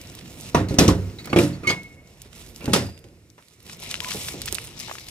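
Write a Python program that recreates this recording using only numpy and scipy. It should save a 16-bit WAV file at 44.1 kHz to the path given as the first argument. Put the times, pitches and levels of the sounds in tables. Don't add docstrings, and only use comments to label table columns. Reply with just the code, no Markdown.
import sys
import numpy as np
from scipy import signal
from scipy.fft import rfft, irfft, next_fast_len
from scipy.io import wavfile
from scipy.ndimage import uniform_filter1d

SR = 44100
rng = np.random.default_rng(int(sys.argv[2]) if len(sys.argv) > 2 else 0)


def amplitude_ratio(level_db):
    exponent = np.asarray(level_db, float) / 20
    return 10 ** exponent


def store_pcm(level_fs):
    pcm = np.round(np.clip(level_fs, -1, 1) * 32767).astype(np.int16)
    wavfile.write(sys.argv[1], SR, np.atleast_2d(pcm).T)


N = 225030


def at(table, hz):
    table_hz, values = np.array(table).T
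    return np.interp(np.log(hz), np.log(table_hz), values)


def pan(db):
    return amplitude_ratio(np.array([db, -db]) / 2)


def walk(rate):
    held = int(SR / rate)
    steps = np.repeat(rng.standard_normal(N // held + 1), held)
    return 1.2 * uniform_filter1d(steps, held)[:N]


def add(out, s, x):
    i = int(s * SR)
    out[..., i:i + x.shape[-1]] += x[..., :N - i]


def ring(hz, t60, phase, t):
    return np.exp(-np.log(1000) * t / t60) * np.sin(2 * np.pi * hz * t + phase)


# (frequency [Hz], likeness [0 to 1])
PORT_LIKENESS = [(30, 0.85), (200, 1), (600, 1), (2000, 0.28), (8000, 0.8), (15000, 0.2)]


def bands(per_octave=2):
    size = next_fast_len(N)
    hz = np.arange(size // 2 + 1) * SR / size + 1e-3
    like = np.clip(at(PORT_LIKENESS, hz), 0, 1)
    a, b = rfft(rng.standard_normal((2, size)))
    pair = np.array([a, like * a + np.sqrt(1 - like ** 2) * b])
    for centre in 25 * 2 ** np.arange(0, 9.4, 1 / per_octave):
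        bell = np.cos(np.pi / 2 * np.clip(per_octave * np.log2(hz / centre), -1, 1))
        band = irfft(pair * bell, size)[:, :N]
        yield centre, centre / 3, band / band.std()


# (frequency [Hz], level [dB per Hz])
HISS_COLOUR = [(290, -22), (500, -23.5), (1250, -14), (1440, -19), (2160, -2.5), (6610, -3), (14900, -14),
               (16000, -25)]


def hiss(hz, wide_db):
    return amplitude_ratio(-62.5 + at(HISS_COLOUR, hz) + wide_db - 40.5)


# (frequency [Hz], level [dB], end [s])
WHISTLE = (15000, -65.5, 1.35)


def whistle():
    hz, db, end = WHISTLE
    now = np.arange(N) / SR
    return amplitude_ratio(db + 2.0 * walk(20)) * np.sin(2 * np.pi * hz * now) * (now < end)


# (time [s], level [dB])
TRAFFIC_SWELL = [(0.0, -43), (0.5, -40), (0.9, -27.5), (1.2, -46.5), (1.5, -38.5), (1.77, -44),
                 (1.9, -46.5), (2.2, -48), (2.46, -44), (2.97, -46), (3.48, -58), (3.71, -46.5),
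                 (4.22, -39), (4.5, -41), (5.1, -47)]
# (frequency [Hz], level [dB per Hz])
TRAFFIC_COLOUR = [(20, -23), (45, -0.5), (132, -3), (220, -11), (374, -11.5), (809, -25.5), (2600, -30),
                  (4400, -103)]


def traffic(hz, wide_db, now):
    swell_db = np.interp(now, *np.transpose(TRAFFIC_SWELL))
    gusts_db = 2.2 * walk(5.9)
    return amplitude_ratio(swell_db + at(TRAFFIC_COLOUR, hz) + wide_db - 23.5 + gusts_db)


# (full from [s], held [s], level [dB], sheen above 7 kHz [dB re level], left minus right [dB])
STROKES = [(0.0, .17, -50, 2.5, -1), (.17, 0.17, -50, 0.5, -2), (0.389, 0.11, -46, 3.5, -1),
           (1.405, 0.027, -41.5, 8, -3), (1.8, .15, -60, 0.5, -1.5), (2.08, 0.2, -59.5, -0.5, -2),
           (2.36, 0.055, -47, 2, -3), (2.462, 0.43, -53.5, 3, -4.5), (3.42, 0.24, -64.5, 4, -6.5),
           (3.699, 0.017, -42, 1, 0.5), (3.83, .06, -40.5, 2, 4.5), (3.91, 0.023, -37, -1.5, 2.5),
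           (4.036, 0.12, -35, 2.5, 2.5), (4.19, 0.11, -38, 6.5, 2.5), (4.3, 0.013, -42.5, 3, 3),
           (4.35, 0.076, -44, -1.5, 1), (4.476, 0.018, -41, 3, -3), (4.562, 0.075, -43, 0.5, 0.5),
           (4.65, 0.13, -49, 2, 5), (4.798, 0.11, -43.5, 2, 8), (4.92, 0.54, -47, 4.5, 3.5)]


def strokes(now):
    s, held, db, sheen_db, pan_db = np.transpose(STROKES)[:, :, None]
    rise_db = 276.5 * np.maximum(s - now, 0)
    fall_db = 206 * np.maximum(now - s - held, 0)
    power = amplitude_ratio(2 * np.maximum(db - rise_db - fall_db, -120))
    total = power.sum(axis=0)
    return 10 * np.log10(total), (power * sheen_db).sum(axis=0) / total, (power * pan_db).sum(axis=0) / total


def fibre_jerks():
    spikes = amplitude_ratio(np.minimum(3.0 * rng.exponential(size=N), 8)) * (rng.random(N) < .012)
    jerks = signal.lfilter([1], [1, -.975], spikes)
    return (.85 + jerks / jerks.mean() * .36) * amplitude_ratio(1.2 * walk(40))


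# (frequency [Hz], level [dB per Hz])
CLOTH_COLOUR = [(240, -15), (500, -13), (990, -4.5), (1760, -17), (2320, -1), (6540, -5), (11900, -17.5),
                (16000, -15)]


def cloth(hz, wide_db, jerks, level_db, sheen_db):
    sheen = np.clip(np.log2(hz / 5000), 0, 1) * (sheen_db - 0.5)
    return jerks * amplitude_ratio(level_db + sheen + at(CLOTH_COLOUR, hz) + wide_db - 38.0 + 2.0 * walk(25))


def pocket():
    hz, width_hz = 2260, 170
    sos = signal.butter(2, [hz - width_hz / 2, hz + width_hz / 2], "band", fs=SR, output="sos")
    band = signal.sosfilt(sos, rng.standard_normal((2, N)))
    rustle_db = strokes(np.arange(N) / SR)[0]
    level = np.hypot(amplitude_ratio(rustle_db - 13), amplitude_ratio(-77.5))
    return band / band.std() * level * amplitude_ratio(3.6 * walk(15))


# (time [s], peak level [dB], centre [Hz], left minus right [dB])
FINGER_TICKS = [(0.0138, -26, 5640, 4), (0.072, -34.5, 5640, 15), (0.0988, -33.5, 5460, 11),
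                (0.1506, -26, 6060, -3), (0.1885, -30, 3450, 2), (0.21, -40, 2220, -11),
                (0.2573, -37.5, 2260, -6), (0.416, -33, 7700, -7), (1.0989, -38, 2830, 3),
                (1.256, -24.5, 8000, -5), (1.832, -37.5, 5500, -14), (2.0735, -41.5, 6250, 13.5),
                (2.2176, -24, 7060, -2), (2.3294, -36.5, 3080, -14.5), (2.3501, -47, 5000, -2.5),
                (2.5606, -25.5, 5700, 7.5), (2.6425, -29, 5510, 1), (2.684, -38, 6470, -3),
                (2.696, -32.5, 4750, 0), (2.721, -30, 4210, -0.5), (1.2445, -36, 6000, -1.5),
                (1.273, -36, 5800, 7), (1.4135, -21, 7500, -0.5), (2.997, -46, 10600, 2),
                (2.6564, -17, 4200, 1), (2.6654, -31, 2450, -4), (2.976, -37, 3260, -9.5),
                (2.9894, -40.5, 4770, -9.5), (3.041, -37.5, 3100, -5.5), (3.0846, -44, 3000, -0.5),
                (3.3009, -42.5, 6500, 18.5), (3.424, -45, 2300, 0), (3.4832, -39, 4270, -4),
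                (3.6028, -39, 4470, -2)]
# (time [s], peak level [dB], centre [Hz], left minus right [dB])
SOLE_GRIT = [(3.6646, -31.5, 3990, -6), (3.696, -28.5, 2295, 6), (3.7994, -30.5, 6430, -5),
             (3.8351, -24.5, 4380, -3), (3.907, -27, 4500, 9), (3.912, -14.5, 4000, 2),
             (3.963, -25, 4000, 7), (3.9533, -21.5, 2910, 8), (4.056, -31.5, 6000, 5),
             (4.106, -22.5, 5500, 1), (4.211, -27, 3500, 12), (4.27, -27, 5000, 5), (4.29, -25, 5000, 5),
             (4.0449, -18.5, 2300, 7), (4.1083, -19, 2560, 5), (4.1167, -19, 3040, 15),
             (4.156, -26, 5140, 1), (4.2455, -28, 4000, 6), (4.2841, -18, 2600, 4), (4.417, -16.5, 4260, 6),
             (4.459, -18.5, 8650, -9), (4.4783, -18.5, 2800, 7), (4.484, -19.5, 3400, 7.5),
             (4.489, -26.5, 4500, 5), (4.55, -15.5, 4000, -13), (4.641, -27.5, 7000, -3),
             (4.792, -23.5, 6200, -6), (4.8, -19, 5530, 14), (4.8064, -22, 4920, 0), (4.862, -33, 4830, 10),
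             (4.9831, -27, 2440, 7), (5.0855, -23.5, 4800, 9)]
# (time [s], peak level [dB], centre [Hz], left minus right [dB])
DULL_KNOCKS = [
    (4.881, -33.5, 850, -2),
    (4.895, -28.5, 960, 10),
    (4.912, -25, 1030, 1),
    (4.953, -29, 1770, 6),
]
# (time [s], peak level [dB], centre [Hz], left minus right [dB])
DRY_SNAPS = [(0.4095, -22, 7050, -6), (1.3872, -8, 8480, 2), (1.3875, -15, 3500, 0), (3.9415, -10, 2900, 6),
             (4.0034, -12, 3130, 9), (4.5455, -9.5, 8800, -9), (4.525, -7, 7560, -9.5),
             (4.5835, -14, 2480, 3.5), (4.457, -20, 6500, -4), (4.5135, -26, 5000, -4),
             (4.517, -28, 12000, -4.5), (4.556, -27, 6000, -6), (4.573, -28, 6500, -1),
             (4.647, -25, 9000, -3), (4.653, -23, 10000, -1), (4.664, -30, 8500, 0),
             (4.672, -23, 8000, -0.5), (3.941, -23.5, 9000, 3.5), (4.0036, -17, 9600, 3),
             (4.4175, -16.5, 9500, -1), (3.9075, -24, 10000, -1), (4.156, -18.5, 8400, -0.5),
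             (0.602, -28, 4500, -1), (1.407, -27, 11000, -2), (1.43, -28, 10000, -2),
             (1.447, -28, 9500, -2), (1.489, -33, 8000, -2), (0.5455, -8, 650, -1), (3.629, -36, 11500, -3),
             (3.665, -36, 11000, -3), (3.77, -35, 13000, -3), (3.801, -31, 13500, -3),
             (0.743, -31, 9000, -2), (0.749, -34, 8000, -2), (4.047, -24, 8000, 2)]


def ticks():
    out, t = np.zeros((2, N)), np.arange(900) / SR
    rows = [row + (0,) for row in FINGER_TICKS + SOLE_GRIT + DULL_KNOCKS]
    rows += [row + (-11,) for row in DRY_SNAPS]
    chance = rng.standard_normal((len(rows), 2, len(t)))
    for (s, db, hz, pan_db, dry_db), (a, b) in zip(rows, chance):
        scatter_db = dry_db - 7.5 - 7 * np.log2(hz / 3000)
        snap = ring(hz, 7.6 / hz, 0, t)
        scatter = amplitude_ratio(scatter_db) * np.exp(-t / 0.0042) * np.array([a, 0.77 * a + 0.76 * b])
        sos = signal.butter(2, [hz / 2.3, min(hz * 2.23, 19000)], "band", fs=SR, output="sos")
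        grain = signal.sosfilt(sos, snap + scatter)
        add(out, s + 0.0007, amplitude_ratio(db + 3.5) * pan(pan_db)[:, None] * grain)
    return out


# (frequency [Hz], level [dB], t60 [s])
LEVER_MODES = [(1193, -11, 0.21), (2125, -6, 0.11), (2190, -2.5, 0.27), (2500, -0.5, 0.11),
               (3320, -9, 0.11), (3800, -11.5, .08), (4080, -0.5, 0.073), (4450, 2, 0.099),
               (4800, -17, .09), (5500, -8, 0.069), (6400, -8, .1), (6600, -9.5, 0.06), (7260, -15, 0.07),
               (8900, -16, .05)]
# (time [s], length [s], level [dB], tilt about 3 kHz [dB per octave], left minus right [dB])
LEVER_SCRAPES = [(0.685, 0.024, -38.5, 5, 2.5), (0.716, 0.013, -51, -3, -2),
                 (0.785, 0.0088, -21.5, 5.5, -1), (1.187, 0.024, -44, 0, -2.5),
                 (1.243, 0.0099, -43.5, 0, -2.5), (1.295, 0.011, -43.5, 0, 2), (1.312, .008, -52, -2, -3),
                 (1.328, 0.0081, -34, -10.5, -2), (1.36, 0.014, -28.5, -8, 5), (1.528, 0.035, -43.5, 2, 2),
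                 (1.64, 0.07, -38, -14.5, -2), (1.671, 0.015, -28.5, 2, 3), (1.691, 0.021, -23.5, 2, 3.5),
                 (1.731, 0.012, -38.5, -9, -0.5), (2.61, 0.037, -52, -4, -1), (2.729, 0.025, -29.5, 2, 3)]


def lever():
    out = np.zeros((2, N))
    chance = rng.standard_normal((len(LEVER_SCRAPES), 3, 2600))
    for (s, length, db, tilt_db, pan_db), (a, b, c) in zip(LEVER_SCRAPES, chance):
        u = np.arange(9000) / SR / length
        grit = amplitude_ratio(4.0 * uniform_filter1d(c, size=40) * 6)
        push = np.pad(np.array([a, 0.87 * a + .8 * b]) * grit, ((0, 0), (0, 6400)))
        push = push * np.exp(-u ** 3) * pan(pan_db)[:, None]
        for (hz, mode_db, t60), g in zip(LEVER_MODES, c):
            r = np.exp(-np.log(1000) * 1.8 / (t60 * SR))
            turn = 2 * np.pi * hz / SR
            mode = signal.lfilter([np.sin(turn)], [1, -2 * r * np.cos(turn), r * r], push)
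            level = amplitude_ratio(db + mode_db + tilt_db * np.log2(hz / 3000) + 1.6 * g)
            add(out, s, level * mode / np.sqrt(length * SR))
    return out


def cluster(hz, db, t60, spread_hz):
    off, left, right = rng.standard_normal((3, 12))
    t = np.arange(int(min(t60, 1) * SR)) / SR
    offsets = np.linspace(-1, 1, len(off)) + .07 * off
    modes = np.array([ring(hz + spread_hz * o, t60, 0, t) for o in offsets])
    modes = modes * np.minimum(t * hz / 2.3, 1) ** 2
    weights = np.hanning(len(off) + 4)[2:-2] * (0.41 + np.array([left, 0.67 * left + 0.6 * right]))
    return amplitude_ratio(db - 6.0) * weights @ modes


# (start [s], end [s], frequency [Hz], level [dB], second harmonic
# [dB], unevenness [0 to 1])
SQUEALS = [
    (1.6705, 1.712, 2180, -16, -21, 0.47),
    (1.711, 1.746, 2190, -33, -20, 0.88),
    (4.015, 4.047, 996, -37.5, -27, .45),
    (4.052, 4.1, 1004, -37, -25, 0.27),
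]
# (time [s], frequency [Hz], level [dB], t60 [s])
LATCH_CLANGS = [(0.5457, 960, -12.5, 0.13), (0.5474, 2570, -23, 0.069), (0.6865, 4230, -37, 0.09),
                (0.885, 1034, -11, 0.057), (1.1861, 3940, -39.5, 0.11), (1.1895, 2106, -38, 0.064),
                (1.2515, 2230, -41, 0.13), (1.2727, 1195, -36.5, 0.038), (1.2995, 2220, -39, 0.055),
                (1.3874, 2500, -11, 0.034), (1.3855, 3720, -23, 0.054), (1.6334, 2470, -40, 0.15),
                (1.6955, 3360, -25, 0.12), (2.606, 2535, -45, 1), (2.7353, 1252, -14.5, 0.052),
                (2.736, 3250, -16, 0.056)]
# (time [s], frequency [Hz], level [dB], t60 [s], spread [Hz])
LATCH_SPRINGS = [(0.7865, 5894, -10.5, 0.049, 1200), (1.3292, 1900, -15, 0.04, 1900),
                 (1.3608, 2600, -13.5, 0.07, 900), (1.6355, 1300, -43.5, 0.3, 100),
                 (1.672, 3000, -27, 0.12, 80), (1.6945, 4800, -20, 0.1, 100), (1.6995, 950, -36, 0.23, 40),
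                 (1.708, 4480, -30, 0.09, 120), (1.7205, 2185, -37, 0.68, 30),
                 (2.6778, 358, -13, 0.063, 83), (2.7332, 387, -7.5, 0.063, 82),
                 (2.7345, 10000, -14, 0.034, 2200), (2.79, 4890, -40, 0.6, 120),
                 (2.679, 149, -13, 0.079, 23), (1.6935, 6400, -29.5, 0.1, 90), (1.672, 6550, -27, 0.1, 200),
                 (1.372, 2900, -21.5, 0.05, 560), (0.547, 5800, -27, 0.06, 280), (2.82, 110, -22, 0.28, 22),
                 (2.677, 1550, -32, 0.049, 190), (2.778, 2800, -28, .05, 150),
                 (2.843, 700, -37, 0.045, 244), (2.885, 750, -34, 0.036, 250),
                 (2.748, 800, -17, 0.072, 250), (1.33, 2700, -21, 0.027, 500),
                 (0.8785, 5800, -18, 0.056, 1200)]


def latch():
    out, t = np.zeros((2, N)), np.arange(SR) / SR
    wobble = walk(380)
    for start, end, hz, db, second_db, rough in SQUEALS:
        u = t[:int((end - start) * SR)]
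        shake = wobble[int(start * SR):][:len(u)]
        phase = 2 * np.pi * np.cumsum(hz * (1 + 0.011 * rough * shake)) / SR
        edge = np.clip(np.minimum(u / 0.0033, (u[-1] - u) / 0.015), 0, 1)
        tone = np.sin(phase) + amplitude_ratio(second_db) * np.sin(2 * phase)
        add(out, start, amplitude_ratio(db) * edge * (1 + rough * shake) * tone)
    for s, hz, db, t60 in LATCH_CLANGS:
        add(out, s, cluster(hz, db, t60, spread_hz=291))
    for s, hz, db, t60, spread_hz in LATCH_SPRINGS:
        add(out, s, cluster(hz, db, t60, spread_hz))
    return out * pan(-0.5)[:, None]


# (time [s], boom [dB], clank [dB re boom], rattle [dB re boom], ring time [factor])
DROP_BLOWS = [(0.545, -3, -0.5, -15, 1.34), (0.607, -8, -4.5, -33, 0.39), (0.684, -26.5, -8.5, -5, 2),
              (0.707, -10.5, -19, -23, 2.2), (0.74, -12, -16, -14, 0.18), (0.785, 1.1, -3.5, -5.5, 1.27),
              (0.808, -1, -6, -50.5, 1.8), (0.878, 2, -15, -12.5, 0.9), (0.89, -6.5, 4, -35, 1.04),
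              (0.947, -24, -22.5, -14.5, 16), (1.028, -40.5, -42, -18.5, 7.9)]
# (time [s], boom [dB], clank [dB re boom], rattle [dB re boom], ring time [factor])
SETTLE_BLOWS = [(1.186, -50, 15, 8, 3), (1.254, -33, 4, 3, 0.3), (1.271, -25.5, 6, -10, 0.64),
                (1.298, -24.5, -7, -13.5, 13), (1.328, -5, 1.5, -22.5, 0.44),
                (1.36, 1.5, -7.5, -20.5, 1.35), (1.386, -3.5, -9.5, -12.5, 1.66),
                (1.432, -21.5, -20.5, 0, 0.49), (1.632, -27, -1, -13.5, 3.7), (1.67, -15.5, -1, -5.5, 1.62),
                (1.7, -16.5, 10, -2.5, 0.78)]
# (time [s], boom [dB], clank [dB re boom], rattle
# [dB re boom], ring time [factor])
PRESS_AND_STEP_BLOWS = [(2.255, -37.5, -3, -10, 0.46), (2.605, -32, 0, -17, 13), (2.622, -29, -7.5, -20, 4.7),
                        (2.64, -24, -4, -27, 3.9), (2.677, -8.5, -17, -26, 3.3), (2.732, -6.5, -1.5, 2, 0.95),
                        (2.759, -7.5, -1.5, -9.5, 1.17), (2.82, -24, -11, -10, 2.1), (3.041, -33.5, -18.5, -18, 2.2),
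                        (3.378, -42.5, 12.5, -4.5, 0.77), (3.656, -42, -27, -27, 5.1), (4.145, -20, -2, -53, 0.96),
                        (4.339, -24, -14, -25, 3.1), (4.524, -20, -5, -3, 0.25)]
# (frequency [Hz], t60 [s])
SHEET_FADE = [(100, 0.23), (300, 0.21), (1000, 0.22), (3000, 0.22), (8000, 0.2), (15000, 0.17)]
# (frequency [Hz], left minus right [dB])
SHEET_SIDE = [(500, 2), (2000, -0.5), (4000, 0), (8000, 1.7)]


def sheet_envelope(hz):
    power, t = np.zeros((2, N)), np.arange(SR // 2) / SR
    crack = amplitude_ratio(2 * 0.5) * np.exp(-t / 0.0046) * (hz > 600)
    side = pan(at(SHEET_SIDE, hz)) ** 2
    for s, db, clank_db, rattle_db, longer in DROP_BLOWS + SETTLE_BLOWS + PRESS_AND_STEP_BLOWS:
        share_db = at([(250, -10.5), (1000, clank_db), (4500, rattle_db)], hz)
        t60 = longer * at(SHEET_FADE, hz)
        size = min(int(t60 * SR), len(t))
        u = t[:size]
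        choke_s = 0.2 if s > PRESS_AND_STEP_BLOWS[0][0] else 0.45
        tail = np.exp(-2 * np.log(1000) * u / t60 - (u / choke_s) ** 3)
        onset = np.minimum(u / .0012, 1) ** 2
        add(power, s + 0.0011, np.outer(side, amplitude_ratio(2 * (db + share_db)) * (tail + crack[:size]) * onset))
    return np.sqrt(power)


# (frequency [Hz], level [dB per Hz])
SHEET_COLOUR = [(47, -43), (80, -3), (309, -4), (958, -15.5), (1400, -11), (5640, -10), (14300, -25.5),
                (16000, -50)]


def sheet(hz, wide_db):
    usual_share_db = at([(250, -7.5), (1000, 4.5), (4500, 7.5)], hz)
    return sheet_envelope(hz) * amplitude_ratio(at(SHEET_COLOUR, hz) - usual_share_db + wide_db - 33)


def noises():
    now = np.arange(N) / SR
    cloth_db, sheen_db, pan_db = strokes(now)
    jerks = fibre_jerks() * pan(pan_db)
    out = 0
    for hz, width, noise in bands():
        wide_db = 10 * np.log10(width)
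        power = hiss(hz, wide_db) ** 2 + traffic(hz, wide_db, now) ** 2
        power = power + cloth(hz, wide_db, jerks, cloth_db, sheen_db) ** 2 + sheet(hz, wide_db) ** 2
        out = out + noise * np.sqrt(power)
    return out


# (frequency [Hz], level [dB], t60 [s])
FREE_MODES = [(69.3, -12, 0.93), (97.8, -8, 0.97), (120.7, -12, 1), (155, -14.5, 0.76), (179.5, -8, 0.59),
              (231, -12.5, 0.061), (283.9, -5, 0.31), (305.4, -5.5, 0.36), (391.6, -15, 0.54),
              (415, -14.5, 0.49), (530, -11.5, 0.36)]
# (frequency [Hz], level [dB], t60 [s])
RESTING_MODES = [(69.5, -26, 0.28), (98.8, -13.5, 0.99), (135.3, -8.5, 0.7), (158.8, -6, 0.45),
                 (187.6, -8, 0.61), (293, -4, 0.49), (348.4, 0, 0.21), (428.3, -6.5, 0.21), (488, -11, 0.2),
                 (546, -11, 0.34)]
# (frequency [Hz], level [dB], t60 [s])
PRESSED_MODES = [(85, -9, 0.65), (138.6, -10.5, 0.46), (199, -12, 0.59), (282, -11, 0.47), (360.3, 0, 0.14),
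                 (417, -4.5, 0.18), (491, -13.5, 0.44), (556.7, -9.5, 0.4), (665, -9.5, 0.041),
                 (808, -13, 0.22)]
CHOKE_TIMES = (.35, 0.29, 0.21)


def panel_mode(hz, db, t60, g, d, t):
    skew = np.array([[-1], [1]]) * 0.31 * np.tanh(d) * min(hz / 450, 1) ** 2
    beat = 1 - np.cos(2 * np.pi * (9.0 + 3.5 * abs(g)) * t)
    throb = 1 - 0.2 * min(hz / 250, 1) ** 2 * beat
    return np.sign(g + .8) * amplitude_ratio(db + 1.5 * g) * throb * ring(hz * (1 + 0.0196 * d), t60, skew, t)


def boom():
    out, t = np.zeros((2, N)), np.arange(int(.55 * SR)) / SR
    stages = zip((DROP_BLOWS, SETTLE_BLOWS, PRESS_AND_STEP_BLOWS), (FREE_MODES, RESTING_MODES, PRESSED_MODES), CHOKE_TIMES)
    for blows, modes, choke_s in stages:
        onset = np.sin(np.pi / 2 * np.minimum(t / 0.0013, 1)) ** 2
        shape = np.exp(-(t / choke_s) ** 3) * onset
        shape = shape * (1 + 0.4 * np.exp(-t / 0.0052))
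        chance = rng.standard_normal((len(blows), 2, len(modes)))
        for (s, db, _, _, longer), (share, detune) in zip(blows, chance):
            x = 0
            for (hz, mode_db, t60), g, d in zip(modes, share, detune):
                x = x + panel_mode(hz, mode_db, t60 * min(longer, 1.1), g, d, t)
            add(out, s + .0015, amplitude_ratio(db - 12.5) * x * shape * np.array([[.95], [1.05]]))
    return out


def scene():
    return whistle() + noises() + pocket() + ticks() + lever() + latch() + boom()


def top_cut(x):
    return signal.sosfilt(signal.butter(12, 15900, fs=SR, output="sos"), x)


# (frequency [Hz], left minus right [dB])
PORT_TILT = [(100, -2), (1500, -3), (3500, -2), (5800, 5), (7200, -1), (8500, -8), (13000, -11.5)]


def record(dry):
    size = next_fast_len(N + 4096)
    hz = np.arange(size // 2 + 1) * SR / size + 1e-3
    lead = np.exp(.5j * 1.61 * np.tanh(hz / 1560))
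    half = amplitude_ratio(at(PORT_TILT, hz) / 2) * lead
    top_hz, low_hz = 15500, 57
    ends = 1 / np.sqrt(1 + (hz / top_hz) ** 160) / (1 - 1j * low_hz / hz)
    ports = irfft(rfft(dry, size) * ends * np.array([half, 1 / half]), size)[:, :N]
    rounded = np.clip(1.1 * np.tanh(ports / 1.1), -1, 1)
    return top_cut(rounded)


dry = scene()
out = record(dry)
store_pcm(out)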